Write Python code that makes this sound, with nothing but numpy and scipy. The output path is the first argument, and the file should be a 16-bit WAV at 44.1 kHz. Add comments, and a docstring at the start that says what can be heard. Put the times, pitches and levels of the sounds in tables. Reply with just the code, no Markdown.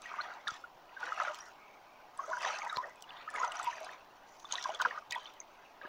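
"""Rubber boots wade through a shallow paddling pool, heard from a small microphone held above them.
From the first step, trapped air rings: distinct bubbles one by one over a churn of fainter ones, while
droplets tick and wet cloth and water swish. Near 1.5 s comes a lull with a faint, narrow hiss.
The steps resume at 2.1 s, a sharp knock falls at 2.8 s, and the wading dies down after 5.3 s before a
last push. A quiet outdoor hum and the hiss of the microphone lie under it all."""
import sys
import numpy as np
from scipy import signal
from scipy.io import wavfile
from scipy.ndimage import uniform_filter1d

SR = 44100
rng = np.random.default_rng(int(sys.argv[2]) if len(sys.argv) > 2 else 0)


def wav_record(signal):
    """Record a signal, one row per channel, as 16-bit PCM in the file named by sys.argv[1]."""
    frames = np.transpose(np.atleast_2d(signal))
    bounded = np.clip(frames, -1, 1)
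    # unit amplitude maps onto the largest positive 16-bit level
    quanta = np.round(bounded * 32767).astype(np.int16)
    wavfile.write(sys.argv[1], SR, quanta)


N = 259308

# colour of stirred water as heard through the small microphone's resonances: frequency_hz, relative_db
HEARD_COLOUR = [(200, -37.5), (560, -13.5), (760, 1), (1300, 1), (1550, -1.5), (2900, -12.5), (3900, -13.5),
                (4600, -16.5), (5600, -17), (6500, -17), (7300, -23), (8200, -45.5), (9900, -42.5),
                (12200, -62.5), (15300, -48)]


def ring(hz, length_s, rise, swell_s):
    """Damped oscillation: it swells, falls 60 dB in length_s and glides by the fraction rise."""
    t = np.arange(int(np.clip(length_s, 1e-3, .3) * SR)) / SR
    envelope = (1 - np.exp(-(t / swell_s) ** 2)) * gain_of(-60 * (t / length_s) ** 1.6)
    return envelope * np.sin(2 * np.pi * hz * t * (1 + rise * t / (2 * length_s)))


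def loud_bubbles():
    """Minnaert resonance: trapped air is a spring, water its mass; the moving surface adds flutter."""
    # distinct bubbles: start_s, pitch_hz, level_db, swell_ms, length_ms, rise_fraction
    bubbles = [(0.0549, 1905, -37, 1.6, 35, 0.0), (0.1156, 1220, -27, 1, 7.8, 0.11),
               (0.138, 1080, -36.5, 1.6, 41, -0.039), (0.185, 1184, -29.5, 1.8, 49, 0.03),
               (0.2, 1460, -31, 3.5, 33, 0.049), (0.2098, 4030, -40, 0.83, 31, 0.3),
               (0.3146, 1396, -43, 0.94, 45, -0.08), (0.4715, 1700, -29, 0.37, 28, 0.016),
               (0.4766, 3750, -26, 0.4, 11, -0.1), (0.481, 1380, -27.5, 0.42, 15, -0.2),
               (0.4867, 1414, -29, 0.66, 40, -0.23), (0.6382, 1336, -26, 5.4, 19, 0.14),
               (0.9636, 1630, -41.5, 3.7, 64, -0.31), (1.0283, 477, -49.5, 2.3, 110, 0.067),
               (1.0285, 1470, -25.5, 2, 26, 0.0), (1.0661, 1560, -21, 3.7, 9.1, 0.2),
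               (1.0756, 522, -49, 0.4, 100, -0.066), (1.0737, 1424, -24, 3.1, 13, 0.083),
               (1.121, 1314, -25.5, 0.97, 19, -0.035), (1.1755, 1290, -28, 1.8, 14, 0.0),
               (1.2004, 1319, -25.5, 1, 48, 0.18), (1.2039, 1050, -12.5, 2.3, 6.7, 0.42),
               (1.2134, 607, -40, 3.7, 55, -0.044), (1.2152, 1316, -21.5, 3.4, 24, -0.022),
               (1.227, 787, -39, 2.5, 61, -0.07), (1.2485, 1440, -22, 2.3, 8.5, 0.0),
               (1.2699, 606, -27, 8.4, 24, -0.085), (1.09, 1650, -28.5, 0.54, 9.8, -0.15),
               (1.185, 1715, -36, 2.9, 37, 0.04), (1.4029, 5599, -35.5, 4.5, 20, 0.08),
               (1.2771, 1373, -17.5, 7.1, 21.2, 0.0), (1.2893, 598, -35, 6.9, 60, 0.067),
               (2.1885, 1100, -23.5, 6.7, 44, 0.0), (2.2342, 1273, -26.5, 10.5, 28, 0.039),
               (2.2762, 605, -29, 11.5, 31, -0.03), (2.292, 644, -37, 1.2, 66, -0.02),
               (2.3101, 985, -36.5, 1.1, 190, -0.033), (2.3172, 1056, -17, 6.4, 19.3, 0.04),
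               (2.3288, 1510, -31, 1.2, 51, -0.2), (2.3692, 1430, -20, 1.45, 9.6, 0.16),
               (2.3752, 980, -21.5, 4.8, 20, -0.0022), (2.4055, 2580, -29, 7.3, 21, 0.073),
               (2.4163, 1030, -25, 1.1, 6.4, 0.098), (2.4284, 5070, -24.5, 0.9, 4.3, 0.02),
               (2.4428, 656, -30, 3, 20, 0.06), (2.4469, 1750, -24, 1.2, 12.4, 0.015),
               (2.4499, 1129, -24, 1.5, 12, 0.05), (2.4564, 1030, -21, 5.7, 24, -0.11),
               (2.4683, 789, -30.5, 0.92, 50, -0.088), (2.4848, 867, -40, 3.3, 94, -0.03),
               (2.4984, 1305, -31.5, 2.3, 32, -0.022), (2.5316, 2770, -37, 4.4, 27, -0.011),
               (2.5838, 833, -36.5, 6, 54, -0.11), (2.6179, 2164, -21, 3.4, 8.9, 0.13),
               (2.6304, 911, -42, 0.72, 110, -0.07), (2.64, 818, -36.5, 1.6, 72, 0.073),
               (2.6581, 940, -19.5, 8.8, 21, 0.016), (2.6672, 914, -35, 4.9, 48, 0.02),
               (2.6947, 3750, -31.5, 3.6, 17, 0.02), (2.6954, 1688, -23.5, 3.9, 11, -0.08),
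               (2.7224, 1170, -19, 12, 30, 0.34), (2.7619, 4070, -29.5, 0.84, 7.1, 0.034),
               (2.7743, 1017, -19, 12.4, 40, -0.066), (2.7938, 1023, -32.5, 5.5, 57, 0.028),
               (2.8325, 1840, -29.5, 7.8, 41, 0.01), (3.038, 2900, -42, 1.5, 15, 0.0),
               (3.091, 3500, -42, 1, 15, 0.0), (3.1058, 2850, -25.5, 1.5, 4.4, -0.013),
               (3.205, 1250, -38, 5, 30, 0.3), (3.2742, 1306, -22.5, 7.1, 21, -0.039),
               (3.2871, 1750, -36, 1.1, 36, 0.0058), (3.338, 1277, -35, 3.2, 60, -0.094),
               (3.3514, 477, -49, 1, 72, -0.16), (3.3518, 1670, -20, 4.3, 12, 0.14),
               (3.3582, 2200, -28.5, 1.7, 14, -0.072), (3.3829, 1940, -20, 1.5, 6, -0.05),
               (3.3993, 1015, -32, 0.88, 29, 0.068), (3.4004, 6566, -26, 2.2, 6.1, 0.07),
               (3.4752, 5986, -27.5, 4.6, 10.4, 0.06), (3.4082, 992, -17, 9.6, 28, 0.17),
               (3.4249, 486, -40, 4.7, 48, -0.028), (3.4302, 1343, -12.5, 6.5, 19, 0.069),
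               (3.4397, 967, -29, 0.3, 44, -0.06), (3.4496, 1284, -31.5, 1.2, 28, 0.04),
               (3.4533, 836, -30, 1.2, 15, 0.04), (3.5181, 2890, -25.5, 2.1, 9.1, -0.01),
               (3.5685, 5940, -21, 2.4, 6.3, -0.037), (3.5895, 1295, -19, 5.8, 21, 0.084),
               (3.5959, 1220, -13, 3.4, 11.6, 0.14), (3.6655, 2090, -20.5, 3.6, 10.7, 0.092),
               (3.6693, 962, -29, 0.24, 72, -0.024), (3.6885, 958, -20, 11, 25, 0.03),
               (3.7267, 1750, -28.5, 4.6, 18, 0.08), (3.7809, 1830, -28.5, 2.7, 10, -0.04),
               (3.8091, 642, -38.5, 3.4, 60, -0.052), (3.8301, 712, -37.5, 8.6, 48, 0.11),
               (3.8442, 4960, -32, 4.5, 14, 0.014), (3.8632, 735, -26, 5, 12, 0.18),
               (3.8907, 1760, -36, 2, 14, 0.03), (4.4455, 1145, -39, 0.5, 22, 0.069),
               (4.4512, 3590, -39.5, 1.8, 21, -0.04), (4.5096, 3550, -31.5, 3.1, 13, 0.0),
               (4.5229, 6580, -19, 1.46, 6, -0.02), (4.524, 3050, -26.5, 3.8, 11.6, -0.07),
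               (4.533, 949, -36.5, 0.44, 68, 0.32), (4.5452, 1108, -29.5, 4.0, 27, -0.09),
               (4.5548, 3627, -10.5, 1.02, 2.97, 0.018), (4.579, 3930, -20.5, 1.8, 6.1, -0.03),
               (4.5811, 1910, -22, 4.4, 13.5, -0.059), (4.644, 1620, -31.5, 1.2, 14, -0.036),
               (4.6542, 1035, -14.5, 6, 19.4, 0.1), (4.6835, 608, -27.5, 24, 72, 0.22),
               (4.6918, 795, -29.5, 0.95, 38, 0.14), (4.6984, 2940, -33.5, 4.2, 21, 0.03),
               (4.7003, 1000, -14.5, 5.4, 11.2, 0.033), (4.7472, 3270, -17.5, 3.3, 11.3, 0.063),
               (4.7964, 1480, -15.6, 7.3, 20, 0.12), (4.7979, 1136, -28, 0.97, 35, 0.023),
               (4.8076, 1444, -23.5, 1.4, 26, 0.12), (4.8197, 1105, -21.5, 0.89, 13, -0.47),
               (4.8197, 3678, -25, 1, 7, 0.0), (4.8496, 1520, -8.5, 2.5, 9.6, 0.028),
               (4.8536, 1060, -17.5, 1.2, 12.7, -0.19), (4.8586, 1350, -24, 0.19, 18, 0.07),
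               (4.8629, 491, -41, 0.63, 76, 0.01), (4.9077, 1820, -29.5, 2.2, 21, 0.0096),
               (4.9443, 1187, -44, 0.8, 65, 0.07), (4.9749, 1225, -17.5, 4.8, 12, 0.027),
               (4.9808, 1479, -28.5, 5.2, 18, 0.0), (5.0215, 1212, -38.5, 2.7, 23, -0.13),
               (5.1085, 6940, -26, 2.7, 6.1, -0.062), (5.121, 1956, -33, 1.3, 37, -0.049),
               (5.1228, 3810, -19, 1.7, 6.2, 0.07), (5.1272, 2350, -22.9, 3.2, 11, 0.1),
               (5.1471, 1950, -32.5, 0.72, 17, -0.02), (5.1563, 3380, -23, 2.2, 6.5, -0.046),
               (5.1577, 920, -20, 5.4, 22.6, 0.0078), (5.1693, 1008, -35, 2.9, 50, 0.0),
               (5.2567, 3140, -42, 0.3, 14, 0.0), (5.2704, 3520, -47, 0.78, 35, 0.059),
               (5.4019, 6740, -23.5, 1.44, 5.2, -0.2), (5.412, 2105, -51, 2, 39, 0.014),
               (5.8134, 1680, -40, 1.84, 24, -0.089), (5.8493, 354, -49, 1.1, 52, 0.32),
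               (5.8508, 1660, -34.5, 3.7, 32, 0.018)]
    out = np.zeros(N)
    for start_s, hz, db, swell_ms, length_ms, rise in bubbles:
        add(out, start_s, gain_of(db) * ring(hz, length_ms / 1000, rise, swell_ms / 1000))
    return out * (1 + .34 * fluctuation(samples=90))


def bubble_crowd(db, low_hz, high_hz, cycles, per_s, spread_db, swish_share, pitches=40):
    """Incoherent addition: faint bubbles at random times and a smooth swish sum in power in one band."""
    calm_db = 22.5  # this far below the peak level only swish remains
    activity = np.clip(1 + (db - db.max()) / calm_db, 0, 1)
    births = impulses(activity * per_s, spread_db, cap=4) * gain_of(db)
    pitch_index = rng.integers(0, pitches, N)
    ringing = np.zeros(N)
    for k, hz in enumerate(np.geomspace(low_hz, high_hz, pitches)):
        stretch, rise, softness = rng.random(3)
        length_s = cycles * (.5 + 2 * stretch) / hz
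        bubble = ring(hz, length_s, .5 * rise, length_s * (.024 + .2 * softness))
        weight = gain_of(level_at(HEARD_COLOUR, hz)) * np.sqrt(hz) / np.linalg.norm(bubble)
        ringing += signal.oaconvolve(births * (pitch_index == k), weight * bubble)[:N]
    ringing *= np.linalg.norm(gain_of(db) * np.sqrt(activity)) / np.linalg.norm(ringing)
    swish = gain_of(db) * noise(HEARD_COLOUR, low_hz, high_hz)
    bubble_share = 1 - swish_share
    return np.sqrt(bubble_share) * ringing + np.sqrt(1 - bubble_share * activity) * swish


def stirring_db():
    """Powers add: boot pushes over still ripples set the gurgle, slosh, trickle and spray levels."""
    # pushes of a boot, fading 30 dB in fade_s (a negative fade holds to the end):
    # start_s, rise_s, hold_s, fade_s, gurgle_db, slosh_db, trickle_db, spray_db
    pushes = [(0.0, .03, .04, .1, -56, -75, -56, -66), (0.03, .06, .21, .3, -48, -63.5, -58.5, -67.5),
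              (0.449, 0.024, 0.071, 0.18, -51, -72, -55, -59.5),
              (0.862, 0.028, .04, 0.3, -61, -76, -66.5, -90),
              (0.938, 0.075, 0.13, 0.48, -47.5, -66, -54.5, -61),
              (1.137, 0.043, 0.088, 0.226, -41.5, -59, -50.5, -58),
              (1.316, 0.022, 0.14, .1, -58, -71.5, -67, -61),
              (2.099, .1, .15, 1.2, -52.5, -57.5, -69, -62.5), (2.26, .03, .1, .1, -60, -70, -62, -64),
              (2.35, .07, .11, 0.29, -41.5, -54.5, -48, -53),
              (2.558, 0.029, 0.19, .15, -46, -66.5, -62, -61),
              (2.8, .03, 0.055, 0.13, -52.5, -63, -78, -76),
              (3.049, 0.038, 0.15, 0.4, -54.5, -72, -61.5, -77),
              (3.253, 0.098, 0.099, 0.25, -42.5, -57, -55, -56),
              (3.492, 0.064, 0.13, 0.33, -46.5, -73, -52, -57),
              (3.735, 0.036, .17, .12, -53, -63.5, -58, -67.5),
              (4.212, 0.067, 0.16, 1, -68.5, -73, -77, -68),
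              (4.434, 0.081, 0.094, 0.28, -50, -66, -51.5, -55),
              (4.619, 0.039, 0.097, 0.1, -50.5, -56.5, -56, -60),
              (4.779, 0.017, 0.061, 0.18, -45.5, -58, -48.5, -58.5),
              (4.88, .02, 0.091, 0.02, -52, -60, -62, -66.5),
              (5.09, 0.023, 0.17, 0.18, -57, -67, -57, -67.5),
              (5.783, 0.044, .1, -7, -52.5, -63, -58.5, -90)]
    # ripples between steps: gurgle_db, slosh_db, trickle_db, spray_db
    ripples = (-64, -72, -72, -79)
    t = np.arange(0, N / SR + .01, .005)
    power = np.outer(gain_of(ripples) ** 2, np.ones(len(t)))
    for start, rise, hold, fade, *levels_db in pushes:
        rising = 1 - (t - start) / rise
        fading = (t - start - rise - hold) / fade
        below_db = 30 * np.maximum(0, np.maximum(rising, fading))
        power += gain_of(np.array(levels_db)[:, None] - below_db) ** 2
    return [np.interp(np.arange(N) / SR, t, 10 * np.log10(band)) for band in power]


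def churn():
    """Pitch varies inversely with radius: as bubble sizes drift, so do the peaks of trickle and spray."""
    # gurgle, slosh, trickle, spray and mist:
    # low_hz, high_hz, ring_cycles, peak_bubbles_per_s, spread_db, swish_share
    crowds = [(603.5, 2200, 18.8, 500, 3.5, 0.5), (360, 620, 16.4, 150, 1, 0.61),
              (2200, 4800, 8, 600, 4.5, 0.55), (4560, 8200, 8, 500, 4.5, 0.45),
              (8170, 12000, 7, 300, 4, 0.3)]
    # pitch of the prevailing bubble size: time_s, trickle_hz, spray_hz
    peaks = [(0.0, 3030, 6400), (0.15, 2200, 5500), (0.2, 3700, 5840), (0.39, 2270, 6090),
             (0.46, 3840, 5840), (0.65, 2800, 5340), (1.23, 2710, 5930), (1.37, 3340, 5680),
             (1.64, 2250, 5480), (2.47, 2910, 5820), (2.65, 2410, 6380), (2.69, 3750, 5620),
             (2.8, 3970, 4980), (2.85, 2510, 5760), (3.19, 3500, 5210), (3.34, 2250, 6860),
             (3.49, 2830, 5930), (3.96, 2460, 6040), (4.08, 3130, 5430), (4.32, 2570, 6360),
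             (4.47, 3520, 6210), (4.77, 3250, 5570), (4.96, 2260, 5600), (5.29, 3460, 5910),
             (5.4, 2380, 6110), (5.88, 2900, 5220)]
    gurgle_db, slosh_db, trickle_db, spray_db = stirring_db()
    mist_db = -77.5 + .6 * (spray_db - spray_db.max())
    levels = (gurgle_db, slosh_db, trickle_db, spray_db, mist_db)
    gurgle, slosh, trickle, spray, mist = (bubble_crowd(db, *row) for db, row in zip(levels, crowds))
    times, trickle_hz, spray_hz = np.transpose(peaks)
    treble = mist
    for band, peak_hz, width_hz in ((trickle, trickle_hz, 680), (spray, spray_hz, 540)):
        centre_hz = np.interp(np.arange(N) / SR, times, peak_hz)
        treble = treble + .5 * band + gain_of(-1.5) * resonate(band, centre_hz, width_hz)
    flicker_db = 2.2 * fluctuation(samples=200)  # spatter makes the whole treble flicker together
    return gurgle + slosh + unit_rms(gain_of(flicker_db)) * treble


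def droplet_ticks():
    """A brief pulse has a broad spectrum: a droplet bursts or lands as a puff of noise in faint spray."""
    # single droplets: time_s, treble_db, lower_re_treble_db, top_re_treble_db
    droplets = [(0.0203, -54, 1.5, -29), (0.062, -65, 9, -17), (0.339, -73.5, 18, -9),
                (0.482, -53.5, 14.5, -22), (0.5078, -69, 25, -12), (0.6136, -73, 9, -19),
                (1.0065, -67, 11, -22), (1.0566, -62, 9, -34), (1.2159, -67, 15, -11),
                (1.346, -55, 9.5, -16), (1.354, -64, 6, 1), (1.388, -59, 4, -12), (2.1764, -53, -6, -32),
                (2.386, -60, -2, -14), (2.4224, -56, 10, -15), (2.4515, -73, 35, -9), (2.5068, -63, 9, -21),
                (2.5877, -59, 17, -30), (2.65, -61, 7, -13), (2.729, -56, 0, -27), (2.7716, -68, 23, 7),
                (2.8726, -70, 0, -18), (2.8965, -70, 8, -18), (3.0085, -72, 12, -10),
                (2.9584, -66, -17, -19.5), (3.0245, -52.5, 6.5, -5), (3.3032, -53.5, 0.5, -23),
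                (3.3124, -66, -1, -10), (3.343, -55, -17, -32), (3.361, -56, 4, -19),
                (3.4483, -53.5, 10, -28), (3.5215, -49, 0, -22), (3.5554, -58, -3, -18),
                (3.5932, -61, 6, -26), (3.6308, -46, -4, -46), (3.645, -50, -12, -45),
                (3.805, -60, -19.5, -28), (3.8477, -56, 2.5, -37), (3.915, -66, -4, -9),
                (4.4012, -71, 15, -2), (4.5248, -47.5, 14, -24), (4.5399, -59, 18.5, -12),
                (4.6268, -57.5, 18.5, -11), (4.6415, -57, 20, -12), (4.748, -56.5, 12, -20),
                (4.8172, -49, 12.5, -3), (4.823, -57, 14, -11), (5.1098, -57, 20, -2),
                (5.1242, -48, 14.5, -10), (5.1527, -57.5, 3, -6), (5.232, -70, -0.5, -16),
                (5.3396, -71, 8, 3.5)]
    # treble, lower and top bands of a tick: low_hz, high_hz
    bands = [(7500, 12000), (3000, 7500), (12000, 15800)]
    hisses = [noise(HEARD_COLOUR, *edges) for edges in bands]
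    t = np.arange(-600, 1000) / SR
    spray = gain_of(-14) * np.where(t < 0, np.exp(t / .004), np.exp(-t / .006))
    envelope = np.exp(-(t / .0012) ** 2) + spray
    envelope_rms = np.sqrt(np.mean(envelope ** 2))
    out = np.zeros(N)
    for time_s, treble_db, lower_db, top_db in droplets:
        span = np.round((time_s + t) * SR).astype(int) % N
        for offset_db, hiss in zip((0, lower_db, top_db), hisses):
            puff = envelope_rms * unit_rms(envelope * hiss[span])
            add(out, time_s + t[0], gain_of(treble_db + offset_db) * puff)
    return out


def spatter():
    """Shot noise: tiny droplets fall at random, each a blink of treble, louder when the spray is."""
    # colour of the fine spatter: frequency_hz, relative_db
    spectrum = [(1800, -16), (3000, -1), (5000, -2), (7000, -7), (8500, -20), (11000, -26), (13000, -45),
                (16000, -45)]
    impacts = impulses(per_s=70, spread_db=4, cap=3)
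    t = np.arange(-200, 600) / SR
    blink = np.exp(-(t / .0012) ** 2) + .15 * (t > 0) * np.exp(-abs(t) / .004)
    drops = unit_rms(signal.oaconvolve(impacts, blink, "same") * noise(spectrum, low_hz=1500))
    spray_db = stirring_db()[-1]
    return gain_of(-65 + .85 * (spray_db - spray_db.max())) * drops


def reflections(x, level_db=-10, t60_s=.045):
    """Early reflections: the water surface and pool wall return delayed copies that die away fast."""
    delays = np.arange(80, 4000, 20) + rng.integers(0, 20, 196)
    response = np.zeros(4096)
    response[delays] = rng.choice([-1., 1.], len(delays)) * gain_of(-60 * delays / SR / t60_s)
    return gain_of(level_db) * signal.oaconvolve(x, response / np.linalg.norm(response))[:N]


def knocks(knock_s=2.7706, knock_db=-21.5):
    """Impulse excitation: bumps on the hand-held microphone and the knock's low thump do not ring; the sharp
    knock itself briefly does."""
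    # dull bumps, mostly handling of the microphone, plus the low thump under the knock at 2.77 s: start_s,
    # level_db, length_ms
    bumps = [(0.468, -58.5, 10), (0.519, -51, 13), (0.758, -62, 12), (2.7721, -41, 4), (3.65, -58, 11),
             (4.87, -64, 15), (5.099, -59, 14)]
    # modes of the sharp knock: pitch_hz, relative_db, length_ms
    modes = [(1100, 0, 2.5), (4300, -3, 2.5)]
    out = np.zeros(N)
    for start_s, db, length_ms in bumps:
        age = np.arange(int(length_ms / 1000 * SR)) / SR / (length_ms / 8000)  # in time constants
        add(out, start_s, gain_of(db) * age * (2 - age) * np.exp(1 - age))
    for hz, db, length_ms in modes:
        add(out, knock_s, gain_of(knock_db + db) * ring(hz, length_ms / 1000, rise=0, swell_s=1.6e-4))
    microphone_bass_cut = signal.butter(2, 90, "high", fs=SR, output="sos")
    return signal.sosfilt(microphone_bass_cut, out)


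def narrow_hiss(width_hz=250):
    """Resonant filtering: noise in one narrow, drifting band sounds faintly between two steps."""
    # course of the hiss: time_s, level_db, centre_hz
    course = [(1.5, -72.5, 2200), (1.546, -79, 2250), (1.614, -64, 2290), (1.794, -69, 2230),
              (1.804, -78, 2300), (1.942, -69, 2320), (2.08, -75, 2280)]
    times, db, hz = np.transpose(course)
    t = np.arange(times[0], times[-1], 1 / SR)
    centre_hz = np.interp(t, times, hz)
    band = resonate(rng.standard_normal(len(t)), centre_hz, width_hz)
    band = resonate(band, centre_hz, width_hz)
    envelope = gain_of(np.interp(t, times, db)) * signal.windows.tukey(len(t), .2)
    out = np.zeros(N)
    add(out, times[0], envelope * unit_rms(band))
    return out


def noise_floor():
    """Stationary noise: the outdoor hum and the hiss of the microphone keep a steady spectrum."""
    # spectral density of hum and hiss: frequency_hz, relative_db
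    spectrum = [(20, -5.5), (45, -18.5), (120, -14.5), (195, -13.5), (323, -8), (506, -9), (800, 0),
                (1000, -2), (1560, -20), (2660, -18), (5830, -26.5), (8410, -39.5), (13600, -36.5),
                (15200, -25), (16500, -38)]
    return gain_of(-60) * noise(spectrum, patchy_db=1, size=4096)


def noise(spectrum, low_hz=0, high_hz=SR, patchy_db=4.5, size=512):
    """Spectral shaping: random short-time spectra take a given colour, with drifting patches."""
    frames = 4 * N // size + 9
    hz = np.fft.rfftfreq(size, 1 / SR)
    real, imaginary, patches = rng.standard_normal((frames, len(hz), 3)).T
    patches = uniform_filter1d(patches, size=3, axis=0)  # across frequency
    patches = unit_rms(uniform_filter1d(patches, size=18, axis=1))  # across time
    colour = gain_of(level_at(spectrum, hz)[:, None] + patchy_db * patches)
    in_band = (hz >= low_hz) & (hz < high_hz)
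    spectra = (real + 1j * imaginary) * colour * in_band[:, None]
    return unit_rms(signal.istft(spectra, nperseg=size, noverlap=3 * size // 4)[1][:N])


def resonate(x, hz, width_hz):
    """Heterodyning: shifting the curve hz to zero, smoothing and shifting back gives a moving resonance."""
    carrier = np.exp(2j * np.pi * np.cumsum(hz) / SR)
    pole = np.exp(-np.pi * width_hz / SR)
    return 2 * (carrier * signal.lfilter([1 - pole], [1, -pole], x / carrier)).real


def impulses(per_s, spread_db, cap):
    """Poisson process: independent impulses of random level, at most cap times spread_db."""
    strength = gain_of(spread_db * np.minimum(rng.exponential(1, N), cap))
    return strength * (rng.random(N) < per_s / SR)


def fluctuation(samples):
    """Low-pass noise: two moving averages leave a random wavering of rms 1."""
    return unit_rms(uniform_filter1d(uniform_filter1d(rng.standard_normal(N), samples), samples))


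def level_at(spectrum, hz):
    """Interpolates a spectrum on a log-frequency axis."""
    frequencies, db = np.transpose(spectrum)
    return np.interp(np.log(hz + 1), np.log(frequencies + 1), db)


def gain_of(db):
    """Decibels to amplitude."""
    return 10 ** (np.asarray(db) / 20)


def unit_rms(x):
    """Scales to rms 1."""
    return x / np.sqrt(np.mean(x ** 2) + 1e-20)


def add(mix, start_s, sound):
    """Superposes a sound on the mix from start_s."""
    part = mix[round(start_s * SR):][:len(sound)]
    part += sound[:len(part)]


def scene():
    """Superposition: water, its reflections, droplets, knocks and background sum in one channel."""
    water = loud_bubbles() + churn() + spatter()
    background = noise_floor() + narrow_hiss()
    return (water + reflections(water) + droplet_ticks() + knocks() + background)[None]


def record(dry, cutoff_hz=15900):
    """Band limiting: a steep low-pass filter removes the highest treble."""
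    low_pass = signal.firwin(511, cutoff_hz, window=("kaiser", 9), fs=SR)
    return signal.oaconvolve(dry, low_pass[None], "same")


dry = scene()
out = record(dry)
wav_record(out)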